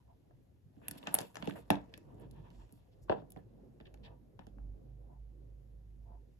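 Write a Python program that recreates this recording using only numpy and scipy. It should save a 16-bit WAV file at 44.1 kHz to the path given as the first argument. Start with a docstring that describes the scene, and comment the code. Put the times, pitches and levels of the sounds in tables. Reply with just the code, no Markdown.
"""A quiet furnished room: small steel cutters are picked out of other tools on a wooden table and used on thin wire.
Contacts ring steel modes, burst into cracks of noise and knock table modes; each excites a short room tail.
Grainy noise is hands, sleeves and scuffs; swelling resonant noise is sleeve wipes and soft far knocks.
A wavering low drone comes and goes over rumble and airy hiss. Two close microphone ports hear it."""
import sys
import numpy as np
from scipy import signal
from scipy.fft import rfft, irfft, next_fast_len
from scipy.io import wavfile
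from scipy.ndimage import uniform_filter1d

SR = 44100
rng = np.random.default_rng(int(sys.argv[2]) if len(sys.argv) > 2 else 0)


def generate_wav(signal):
    """Clip the signal to [-1, 1] and save it as 16-bit WAV at the path in sys.argv[1]."""
    frames = np.transpose(np.atleast_2d(signal))
    scaled = np.clip(frames, -1, 1) * 32767
    pcm = np.round(scaled).astype(np.int16)
    wavfile.write(sys.argv[1], SR, pcm)


N = 281975


def from_db(db):
    """dB to gain."""
    return 10 ** (np.asarray(db) / 20)


def rms_one(x):
    """Scales to rms 1."""
    return x / np.sqrt(np.mean(x ** 2) + 1e-20)


def in_time(rows):
    """Columns of a curve table, one value per sample."""
    s, *columns = np.transpose(rows)
    return [np.interp(np.arange(N) / SR, s, c) for c in columns]


def at_hz(points, hz):
    """Reads a spectrum on a log-frequency axis."""
    point_hz, values = np.array(points)[:, 0], np.array(points)[:, 1]
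    return np.interp(np.log(hz), np.log(point_hz + 1), values)


def bandpass(x, order, low_hz, high_hz):
    """Butterworth band-pass."""
    return signal.sosfilt(signal.butter(order, [low_hz, high_hz], "band", fs=SR, output="sos"), x)


def drift(rate_hz):
    """Slow chance of spread 1: noise at SR / 40 through two one-poles at rate_hz."""
    step = 40
    r = np.exp(-2 * np.pi * rate_hz * step / SR)
    coarse = rng.standard_normal(N // step + 2002)
    slow = signal.lfilter([1], [1, -2 * r, r * r], coarse)[2000:]
    return np.interp(np.arange(N) / step, np.arange(len(slow)), rms_one(slow))


def ring(clicks, hz, t60_s):
    """Damped mode: a unit click starts a sine of height 1."""
    r, w = from_db(-60 / (t60_s * SR)), 2 * np.pi * hz / SR
    return signal.lfilter([0, np.sin(w)], [1, -2 * r * np.cos(w), r * r], clicks + 1e-18)


# left-right correlation of noise: (frequency [Hz], correlation [-1 to 1])
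LIKENESS = [(60, 0.82), (130, 0.65), (290, 0.38), (640, -0.21), (1400, -0.16), (3000, 0.033), (6000, 0.45),
            (9000, 1), (15000, 1)]


def banded_noise(spectrum, patchy_db):
    """Half-octave bands of stereo noise, each with its own level, flicker and likeness; rms 1."""
    out, together = 0, drift(1.0)
    edges_hz = 24 * 2 ** np.arange(0, 9.6, .5)
    white = rng.standard_normal((2, 2, N))      # neighbouring bands get unrelated noise
    for k, (low_hz, high_hz) in enumerate(zip(edges_hz, edges_hz[1:])):
        hz = np.sqrt(low_hz * high_hz)
        if not spectrum[0][0] <= hz <= spectrum[-1][0]:
            continue
        mid, side = bandpass(white[k % 2], 2, low_hz, high_hz)
        alike = np.clip(at_hz(LIKENESS, hz), -1, 1)
        flicker_db = patchy_db * (together / 2 + drift(9.2))
        stereo = np.sqrt(1 + alike) * mid + np.sqrt(1 - alike) * side * [[1], [-1]]
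        out = out + from_db(at_hz(spectrum, hz) + flicker_db) * stereo
    return rms_one(out)


def around(noise, hz, spread):
    """Stereo noise from hz / spread to hz * spread; likeness raised by 0.3, three draws."""
    alike = np.clip(at_hz(LIKENESS, hz) + 0.3, 0, 1)
    stereo = np.sqrt(alike) * noise[0] + np.sqrt(1 - alike) * noise[1:]
    return bandpass(stereo, 3, hz / spread, min(hz * spread, 16500))


# air spectrum, relative: (frequency [Hz], density [dB per Hz])
HISS = [(500, -4), (1500, 2), (4000, -3), (8500, -8), (11500, -3), (14000, -10.5), (16000, -9.5)]
HISS_DB = -86


def air():
    """Air of the room: steady broadband hiss with slight flicker."""
    return from_db(HISS_DB) * banded_noise(HISS, patchy_db=0.66)


# rumble spectrum, relative: (frequency [Hz], density [dB per Hz])
RUMBLE = [(15, -56), (25, -30.5), (48, -3.5), (81, -10.5), (94, -2), (113, -4), (156, -21), (279, -24.5),
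          (400, -38), (520, -73), (880, -120)]
RUMBLE_DB = -64


def rumble():
    """Low patchy noise of the room."""
    return from_db(RUMBLE_DB) * banded_noise(RUMBLE, patchy_db=4.0)


# room decay: (frequency [Hz], t60 [s])
ROOM = [(180, 0.3), (360, 0.2), (1000, 0.28), (3000, 0.17), (6000, 0.17), (11000, 0.033), (15000, 0.08)]
ROOM_DB = -13


def room(x):
    """Diffuse tail: octave bands of noise, each dying at its own rate, after a 1.4 ms build-up."""
    t, tail = np.arange(SR // 2) / SR, 0
    for hz in 180 * 2. ** np.arange(7):
        noise = rng.standard_normal((2, len(t)))
        band = bandpass(noise, 2, hz / np.sqrt(2), min(hz * np.sqrt(2), 17000))
        tail = tail + band * from_db(-60 * t / at_hz(ROOM, hz))
    tail = tail * np.clip(t / 0.0014, 0, 1)
    unit_tail = tail / np.sqrt(np.sum(tail ** 2) / 2)
    return from_db(ROOM_DB) * signal.fftconvolve(x, unit_tail, axes=1)[:, :N]


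# perhaps an engine idling outside: (time [s], fundamental [Hz], level before partial weights [dB])
DRONE = [(0, 56.7, -80), (2.05, 54, -70), (2.27, 53.3, -55), (2.42, 50.04, -53.5), (2.5, 46.8, -57),
         (2.6, 46.4, -51.5), (2.7, 46.3, -78), (3.07, 48.7, -57.5), (3.4, 52.9, -67), (3.8, 48.54, -67),
         (4.1, 56.7, -56), (4.28, 47.23, -71.5), (4.5, 48.53, -53.5), (4.71, 49.02, -46.5),
         (4.83, 51.8, -53), (5.14, 52.23, -51.5), (6.13, 52.1, -54), (6.39, 52, -65.5)]
# partials: (multiple of the fundamental, relative level [dB])
DRONE_ORDERS = [(1, -1), (2, -15), (2.5, -14.5)]
DRONE_WAVER_DB = 3.5


def drone():
    """A few low partials of one gliding pitch, wavering separately, louder on the right."""
    out, (hz, db) = 0, in_time(DRONE)
    phase = 2 * np.pi * np.cumsum(hz) / SR
    for multiple, order_db in DRONE_ORDERS:
        waver_db = DRONE_WAVER_DB * drift(4.6)
        out = out + np.sqrt(2) * from_db(db + order_db + waver_db) * np.sin(multiple * phase)
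    return out * from_db([[-2.5], [2.0]])


def swells(events, modes):
    """Gaussian swells of noise in resonances; each mode has unit rms before its level."""
    t, out = np.arange(N) / SR, 0
    swell = sum(from_db(db) * np.exp(-((t - s) / length_s * 2) ** 2) for s, length_s, db in events)
    for hz, width_hz, db in modes:
        t60_s = np.log(1000) / np.pi / width_hz
        out = out + from_db(db) * rms_one(ring(rng.standard_normal((2, N)), hz, t60_s))
    return swell * out


# knocks: (middle [s], length [s], level before mode weights [dB])
FAR_KNOCKS = [(0.109, 0.057, -78.5), (5.129, 0.093, -80), (6.124, 0.11, -76.5)]
# hollow colour: (frequency [Hz], width [Hz], level [dB])
FAR_MODES = [(701, 44, 10), (881, 26, 5.5), (980, 26, 5)]


def far_knocks():
    """Soft far knocks: blurred swells in narrow hollow resonances."""
    return swells(FAR_KNOCKS, FAR_MODES)


# wipes: (middle [s], length [s], level before mode weights [dB])
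STROKES = [(2.232, 0.062, -64), (2.378, 0.07, -66.5), (2.465, 0.056, -66), (2.615, 0.053, -66.5)]
# hollow colour: (frequency [Hz], width [Hz], level [dB])
STROKE_MODES = [(934, 99, 0), (1730, 140, -11.5), (2650, 260, -14), (3310, 380, -14.5)]


def sleeve_wipes():
    """A sleeve wipes over the table: swells in broad hollow resonances."""
    return swells(STROKES, STROKE_MODES)


# tool handles and bits lying about: (frequency [Hz], width [Hz], peak gain [dB])
HANDLES = [(182, 30, -2), (303, 19, -2.5), (466.6, 35, -3), (660, 90, -4), (951, 80, -1),
           (1176.6, 150, -10), (1470, 130, -10), (1750, 170, -3.5), (2650, 290, -5), (2980, 83, -8),
           (3420, 460, -6), (4428, 280, -11), (5220, 298.4, -10.5), (7370, 1000, -8)]


def handles(x, direct_db):
    """Colours friction and cracks by broad resonances of the things touched, beside the direct sound."""
    out = x * from_db(direct_db)
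    for hz, width_hz, db in HANDLES:
        r = np.exp(-np.pi * width_hz / SR)
        zeros = (1 - r * r) / 2 * np.array([1, 0, -1])
        poles = [1, -2 * r * np.cos(2 * np.pi * hz / SR), r * r]
        out = out + from_db(db) * signal.lfilter(zeros, poles, x)
    return out


# rubbing spectrum, relative: (frequency [Hz], density [dB per Hz])
RUB = [(350, -35.5), (600, -4.5), (906, -7.5), (1130, -19.5), (1750, -13), (2150, -25), (2720, -17),
       (6730, -28), (9110, -25.5), (12200, -23.5), (16000, -69)]
TICKS_PER_S, TICK_DB, TICK_T60_S = 400, -12, 0.0077


def rubbing(db):
    """Skin, cloth and wire slide: noise made grainy by many small slips and scattered catches."""
    slips = rms_one(from_db(3.0 * drift(140.0)))
    catches = rng.random(N) < TICKS_PER_S / SR
    sizes = from_db(6.9 * np.minimum(rng.exponential(1, N), 3)) * catches
    ticks = rms_one(signal.lfilter([1], [1, -from_db(-60 / (TICK_T60_S * SR))], sizes))
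    return from_db(db) * banded_noise(RUB, patchy_db=3.0) * (slips + from_db(TICK_DB) * ticks)


# hands and sleeves: (time [s], rubbing level before grain and colouring [dB], shuffling level [dB])
HANDS = [(0.0, -83, -73.5), (0.66, -91.5, -72.5), (0.85, -71.5, -62.5), (0.975, -62.5, -59),
         (1.0, -67, -63), (1.06, -63, -54), (1.09, -55, -51.5), (1.13, -59.5, -55), (1.165, -57, -57.5),
         (1.21, -53, -50), (1.28, -72, -65.5), (1.34, -70, -69), (1.49, -54, -69), (1.53, -64, -53),
         (1.59, -65.5, -49.5), (1.63, -75, -64.5), (1.8, -71, -61), (2.26, -83.5, -56), (2.53, -74.5, -60),
         (2.8, -80, -68.5), (3.1, -87, -59), (4.1, -92.5, -60.5), (4.34, -97.5, -65.5), (4.54, -100, -60),
         (6.39, -89, -71)]
# shuffling spectrum, relative: (frequency [Hz], density [dB per Hz])
SHUFFLE = [(41, -43), (70, -5.5), (85, -11), (118, -2), (210, -9), (288, -0.5), (324, -10.5), (512, -11.5),
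           (720, -22), (779, -41.5), (1600, -49.5), (2080, -84), (3520, -120)]


def hands():
    """Rubbing coloured by the handles, plus dull patchy shuffling through the table."""
    rub_db, shuffle_db = in_time(HANDS)
    shuffling = from_db(shuffle_db) * banded_noise(SHUFFLE, patchy_db=3.5)
    return handles(rubbing(rub_db), direct_db=-5.5) + shuffling


# tool, hand or sleeve; levels before grain, envelope and colouring:
# (middle [s], length [s], level [dB], centre [Hz], bright edge level [dB])
SCUFFS = [(0.856, 0.061, -60.5, 1720, -70), (0.982, 0.015, -53.5, 3460, -46.5),
          (1.134, 0.04, -53.5, 940, -53), (1.076, 0.021, -40.5, 1670, -81.5), (1.235, 0.12, -64, 3073, -56),
          (1.544, 0.019, -49, 220, -82), (1.406, 0.035, -46, 183, -68), (1.565, 0.024, -44, 490, -87),
          (1.595, 0.028, -62.5, 450, -77), (1.584, 0.068, -71, 3200, -58),
          (1.568, 0.028, -50.5, 1500, -57.5), (2.107, 0.064, -61, 695, -101),
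          (2.215, 0.021, -76, 4950, -63.5), (2.233, 0.065, -50.5, 318, -101),
          (2.594, 0.16, -74.5, 5470, -92.5), (2.752, 0.092, -80, 3920, -67.5),
          (2.93, 0.028, -75, 3500, -96.5), (3.034, 0.029, -68.5, 7000, -66.5),
          (3.09, 0.017, -50.5, 850, -96), (3.116, 0.045, -51, 2315, -79.5),
          (3.182, 0.074, -70.5, 2870, -92), (3.387, 0.04, -67.5, 1370, -72),
          (3.858, 0.0093, -59, 2450, -103.5), (3.869, 0.0069, -58.5, 2800, -98),
          (3.876, 0.0098, -60.5, 1900, -100), (4.039, 0.012, -62, 3000, -87.5),
          (4.054, 0.034, -54.5, 2800, -75), (4.078, 0.02, -62.5, 1900, -83.5),
          (4.092, 0.1, -57.5, 597, -92.5), (4.418, 0.018, -65, 1480, -97), (4.408, 0.013, -71.5, 2650, -94),
          (4.44, 0.02, -76.5, 2600, -95.5), (4.482, 0.028, -75.5, 2676, -93.5)]


def scuffs():
    """Short slides: grainy noise swelling around its middle, with a bright edge where steel is touched."""
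    out, t = np.zeros((2, N)), np.arange(-4096, 4096) / SR
    draws = rng.standard_normal((len(SCUFFS), 7, len(t)))
    for (s, length_s, db, hz, edge_db), noise in zip(SCUFFS, draws):
        grain = from_db(1.3 * rms_one(uniform_filter1d(noise[6], size=70)))
        slide = from_db(db) * rms_one(around(noise[:3], hz, spread=1.55))
        edge = from_db(edge_db) * rms_one(around(noise[3:6], 11500, spread=1.3))
        swell = np.exp(-np.abs(t / length_s * 2) ** 3)
        at = round(s * SR) - len(t) // 2
        out[:, at:at + len(t)] += (slide + edge) * grain * swell
    return handles(out, direct_db=-16.0)


# blows; levels before mode weights and colouring, left minus right for crack and table:
# (time [s], crack level [dB], crack centre [Hz], snap level [dB], steel ring level [dB],
#  table thump level [dB], table knock level [dB], knock centre [Hz], left minus right [dB])
CONTACTS = [(0.3085, -85, 1800, -90, -92, -83, -62, 650, 0.5),
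            (0.766, -74, 1800, -92, -98, -54, -70.5, 313, 1.5),
            (0.816, -62, 1200, -84, -95, -56.5, -57.5, 804, 4),
            (0.8823, -36.5, 1900, -38.5, -32, -53.5, -50.5, 970, -1),
            (0.9106, -44, 1710, -36.5, -39, -50, -83, 360, 3),
            (0.954, -58, 2210, -71, -69, -49.5, -65, 654, 4),
            (1.0286, -46, 2620, -82, -88, -54, -53, 490, -0.5),
            (1.0713, -30, 2250, -33, -60.5, -43.5, -38.5, 800, 2),
            (1.142, -33.5, 1610, -36, -17.5, -49.5, -32.5, 810, 0.5),
            (1.15, -33.5, 2900, -33, -32, -62, -58, 883, -2),
            (1.1623, -41, 1500, -63, -50, -53, -46.5, 895, 4),
            (1.187, -32, 2180, -24, -39.5, -69, -35, 880, 1),
            (1.2054, -38.5, 1740, -39, -49, -48, -55, 763, 0),
            (1.2125, -57, 2490, -38.5, -48.5, -59, -68, 297, 0),
            (1.345, -52, 1800, -59, -66, -80, -61, 309, 3.5),
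            (1.3557, -39, 1730, -37.5, -58, -68, -46, 1090, 1),
            (1.3686, -39, 1820, -38, -64, -57.5, -42, 1150, 3),
            (1.4246, -37, 2090, -44.5, -77, -44.5, -43, 833, -4.5),
            (1.4436, -47, 1790, -70, -71, -68, -66.5, 665, -2.5),
            (1.4554, -75, 1800, -61, -61, -52, -74.5, 651, 15),
            (1.4733, -37.5, 2260, -42, -63, -34, -32.5, 423, 0),
            (1.496, -39, 1610, -53, -62, -61.5, -54.5, 900, -2),
            (1.5089, -40.5, 2320, -71, -70.5, -55, -64.5, 307.5, 2),
            (1.7028, -19, 2400, -33, -37, -24.5, -21, 842, 1.8),
            (1.706, -35, 1890, -31.5, -53, -44, -33, 296, -13.5),
            (1.7126, -34, 1570, -38.5, -60.5, -43, -42.5, 446, 5.5),
            (1.7228, -47, 1785, -51, -62.5, -49.5, -52, 750, 2),
            (1.733, -48.5, 1800, -50.5, -69, -44, -41, 402, 4),
            (1.7439, -40, 1830, -58, -68, -48, -66, 650, 9),
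            (1.7546, -42.5, 2760, -53, -70, -44, -60, 442, -6),
            (1.768, -49, 1100, -63, -74, -58, -43.5, 560, -5),
            (1.939, -38.5, 2475, -50, -72.5, -59.5, -53.5, 299, -1),
            (1.976, -50.5, 1770, -49.5, -58.5, -72, -54, 305, 2),
            (2.1977, -66, 1810, -86, -67, -63.5, -61.5, 700, -5),
            (2.3108, -66, 3230, -54.5, -63, -65, -75, 297, -1.5),
            (2.503, -59, 3354, -63.5, -75, -72, -75.5, 443.4, -3.5),
            (2.7236, -79, 1820, -61, -58.5, -55.5, -65.5, 347, 1.9),
            (3.0958, -33.5, 2250, -56, -72, -43.5, -23, 518, -3),
            (3.1, -58.5, 2600, -73.5, -87, -50, -27, 647, 6.5),
            (3.1164, -57, 2630, -56.5, -87, -51, -30.5, 608, -3.5),
            (3.123, -42.5, 2307, -65, -75, -50.5, -29, 626, -2.5),
            (3.138, -61, 2600, -66, -88.5, -54, -48, 463, -1.5),
            (3.172, -66.5, 2000, -86, -88, -48.5, -51.5, 695, 0.8),
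            (3.2202, -74.5, 2030, -84, -97, -52.5, -53, 398, 5.5),
            (3.3034, -64, 3530, -59.5, -53, -67, -77, 374, 1.5),
            (3.32, -62.5, 3470, -50.5, -54, -73, -79.5, 592, 2.5),
            (3.3715, -59.5, 3000, -79.5, -89.5, -57.5, -49.5, 446, -1.5),
            (3.3623, -51.5, 1486, -67, -78.5, -54.5, -49.5, 703, -5),
            (3.8011, -51, 1915, -69, -91, -55, -53.5, 396.4, -3.5),
            (3.8101, -57.5, 2590, -84.5, -89, -54, -60.5, 404, 3),
            (3.9411, -53, 1904, -54.5, -70, -70.5, -57, 568, -4.5),
            (3.9735, -67.5, 2627, -86, -93, -69.5, -72, 500, 0.1),
            (4.3917, -49.5, 2300, -58, -81.5, -52, -50, 880, 2),
            (4.468, -62.5, 2538, -55.5, -74.5, -58, -55, 455, -6),
            (4.5838, -68, 1592, -84.5, -89.5, -60, -60, 893, 6.5)]


def strikes(gains, lag_s=0, delay_s=0):
    """One click per contact in each channel, the right one lag_s later."""
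    clicks, s = np.zeros((2, N)), np.array(CONTACTS)[:, 0] + delay_s
    clicks[0, np.round(s * SR).astype(int)] = gains[:, 0]
    clicks[1, np.round((s + lag_s) * SR).astype(int)] = gains[:, 1]
    return clicks


# table top modes: (frequency [Hz], relative level [dB], t60 [s])
TABLE = [(116, -5.5, .06), (143, -0.5, 0.026), (183.4, 5.5, 0.033), (227.2, 0, 0.03), (286.9, -0.5, 0.083),
         (330, 1, 0.035), (440.4, 0, .05), (539, -2, 0.041), (599.8, -2.5, 0.048), (638, -7.5, 0.08),
         (706.4, -5, 0.045), (775.7, 0, 0.028), (858, -5, .04), (980, -3, 0.027), (1085, 4, 0.0063),
         (1330, -5, 0.028), (1630, -1, 0.023), (1910, -9, 0.025)]
# stereo lean of the table: (frequency [Hz], left minus right [dB])
SIDES = [(60, -2), (180, -8.5), (550, 2.5), (1650, 4), (4970, -9), (15000, 0.0)]
TABLE_LAG_S, THUMP_TOP_HZ = 0.00054, 300
BENDING_S = .0055   # travel = BENDING_S * (sqrt(300 / hz) - 0.55), at least 0: lows arrive later
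# lower modes have a close, weaker neighbour that rings longer
LINGER_DB, LINGER_TIMES, LINGER_APART, LINGER_TOP_HZ = -17, 3.5, 1.012, 1030


def table_top():
    """Low modes thump, higher ones knock, most near the knock centre; bending waves bring the highs first."""
    *_, thump_db, knock_db, centre_hz, pan_db = np.transpose(CONTACTS)
    turn, out = rng.uniform(-1, 1, (len(CONTACTS), len(TABLE), 4)), 0
    for k, (hz, db, t60_s) in enumerate(TABLE):
        low = hz < THUMP_TOP_HZ
        level_db = thump_db if low else knock_db - 9.8 * np.abs(np.log2(hz / centre_hz))
        # long waves mostly reach both ports in step
        opposed = turn[:, k, :1] > 1 - min(hz / 900, .8)
        # every blow pushes a low mode alike, neighbours opposed
        push = (-1) ** (k + 1) if low else np.sign(turn[:, k, 1:2])
        ports = push * np.where(opposed, [1, -1], [1, 1]) * from_db(2.5 * turn[:, k, 2:])
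        lean = from_db((at_hz(SIDES, hz) + pan_db[:, None]) / 2 * np.array([1, -1]))
        travel_s = max(BENDING_S * (np.sqrt(300 / hz) - .55), 0)
        blows = strikes(from_db(level_db + db)[:, None] * ports * lean, TABLE_LAG_S, travel_s)
        out = out + ring(blows, hz, t60_s)
        if hz < LINGER_TOP_HZ:
            out = out + from_db(LINGER_DB) * ring(blows, hz * LINGER_APART, t60_s * LINGER_TIMES)
    return bandpass(out, 3, 85, 2400)      # wood yields: a soft contact


CRACK_T60_S = 0.014
SNAP_HZ, SNAP_T60_S = 5060, 0.00792
EDGE_HZ, EDGE_T60_S, EDGE_OVER_RING_DB = 10000, 0.0092, 4


def cracks():
    """Bursts of tiny fractures: a crack, a brighter snap and the edge of the steel, dying in milliseconds."""
    out, t = np.zeros((2, N)), np.arange(2048) / SR
    rise = np.minimum(t / .0003, 1)

    def burst(noise, db, hz, t60_s, spread):
        """Decaying noise shaped before its band filter."""
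        shape = rise * from_db(-60 * t / t60_s)
        band = rms_one(around(noise * shape, hz, spread))
        return from_db(db) * band * np.sqrt(np.mean(shape ** 2))

    draws = rng.standard_normal((len(CONTACTS), 9, len(t)))
    for (s, db, hz, snap_db, steel_db, *_, pan_db), noise in zip(CONTACTS, draws):
        lean = from_db([[pan_db / 2], [-pan_db / 2]])
        crack = burst(noise[:3], db, hz, CRACK_T60_S, spread=1.544) * lean
        snap = burst(noise[3:6], snap_db, SNAP_HZ, SNAP_T60_S, spread=1.45)
        edge = burst(noise[6:], steel_db + EDGE_OVER_RING_DB, EDGE_HZ, EDGE_T60_S, spread=1.207)
        at = round(s * SR)
        out[:, at:at + len(t)] += crack + snap + edge
    return handles(out, direct_db=-7.5)


# jaws of the cutters: (frequency [Hz], relative level [dB], t60 [s])
STEEL = [(9750, -12.5, .012), (10410, 0.5, 0.022), (10700, -12, 0.023), (10986, -7.5, 0.025),
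         (11326, -3, 0.021), (11640, -7, 0.022), (12000, -13, 0.008), (12800, -9, 0.0099),
         (13600, -10, .025), (14060, -19.5, 0.011), (14970, -16, 0.01497), (15800, -5, .02)]


def steel():
    """The hard jaws ring high and briefly; each contact shares its force anew among the modes."""
    level_db, out, blow_t60_s = np.array(CONTACTS)[:, 4], 0, .003
    share = rng.standard_normal((len(CONTACTS), len(STEEL), 2))
    for k, (hz, db, t60_s) in enumerate(STEEL):
        gains = from_db(level_db + db + 1.3 * share[:, k, 0]) * np.sign(share[:, k, 1])
        # the blow lasts a moment, so the ring swells
        blow = ring(strikes(gains[:, None] * [1, 1]), hz, blow_t60_s)
        out = out + ring(blow, hz, t60_s) * 2 * np.log(1000) / (blow_t60_s * SR)
    return out


def scene():
    """Air, rumble, drone, knocks, wipes and hands, under contacts and scuffs with their room."""
    background = air() + rumble() + drone() + far_knocks()
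    handling = sleeve_wipes() + hands()
    hits = scuffs() + table_top() + cracks() + steel()
    return background + handling + hits + room(hits)


RIGHT_LAG_S, CUTOFF_HZ = .000167, 16700


def record(dry):
    """The right port hears everything a little later; the deepest bass and the top are cut."""
    size = next_fast_len(N + 64)
    hz = np.arange(size // 2 + 1) * SR / size
    late = np.exp(-2j * np.pi * hz * RIGHT_LAG_S)
    pair = np.array([dry[0], irfft(rfft(dry[1], size) * late, size)[:N]])
    pair = signal.sosfilt(signal.butter(4, 38, "high", fs=SR, output="sos"), pair)
    return signal.sosfilt(signal.cheby2(12, 70, CUTOFF_HZ, fs=SR, output="sos"), pair)


dry = scene()
out = record(dry)
generate_wav(out)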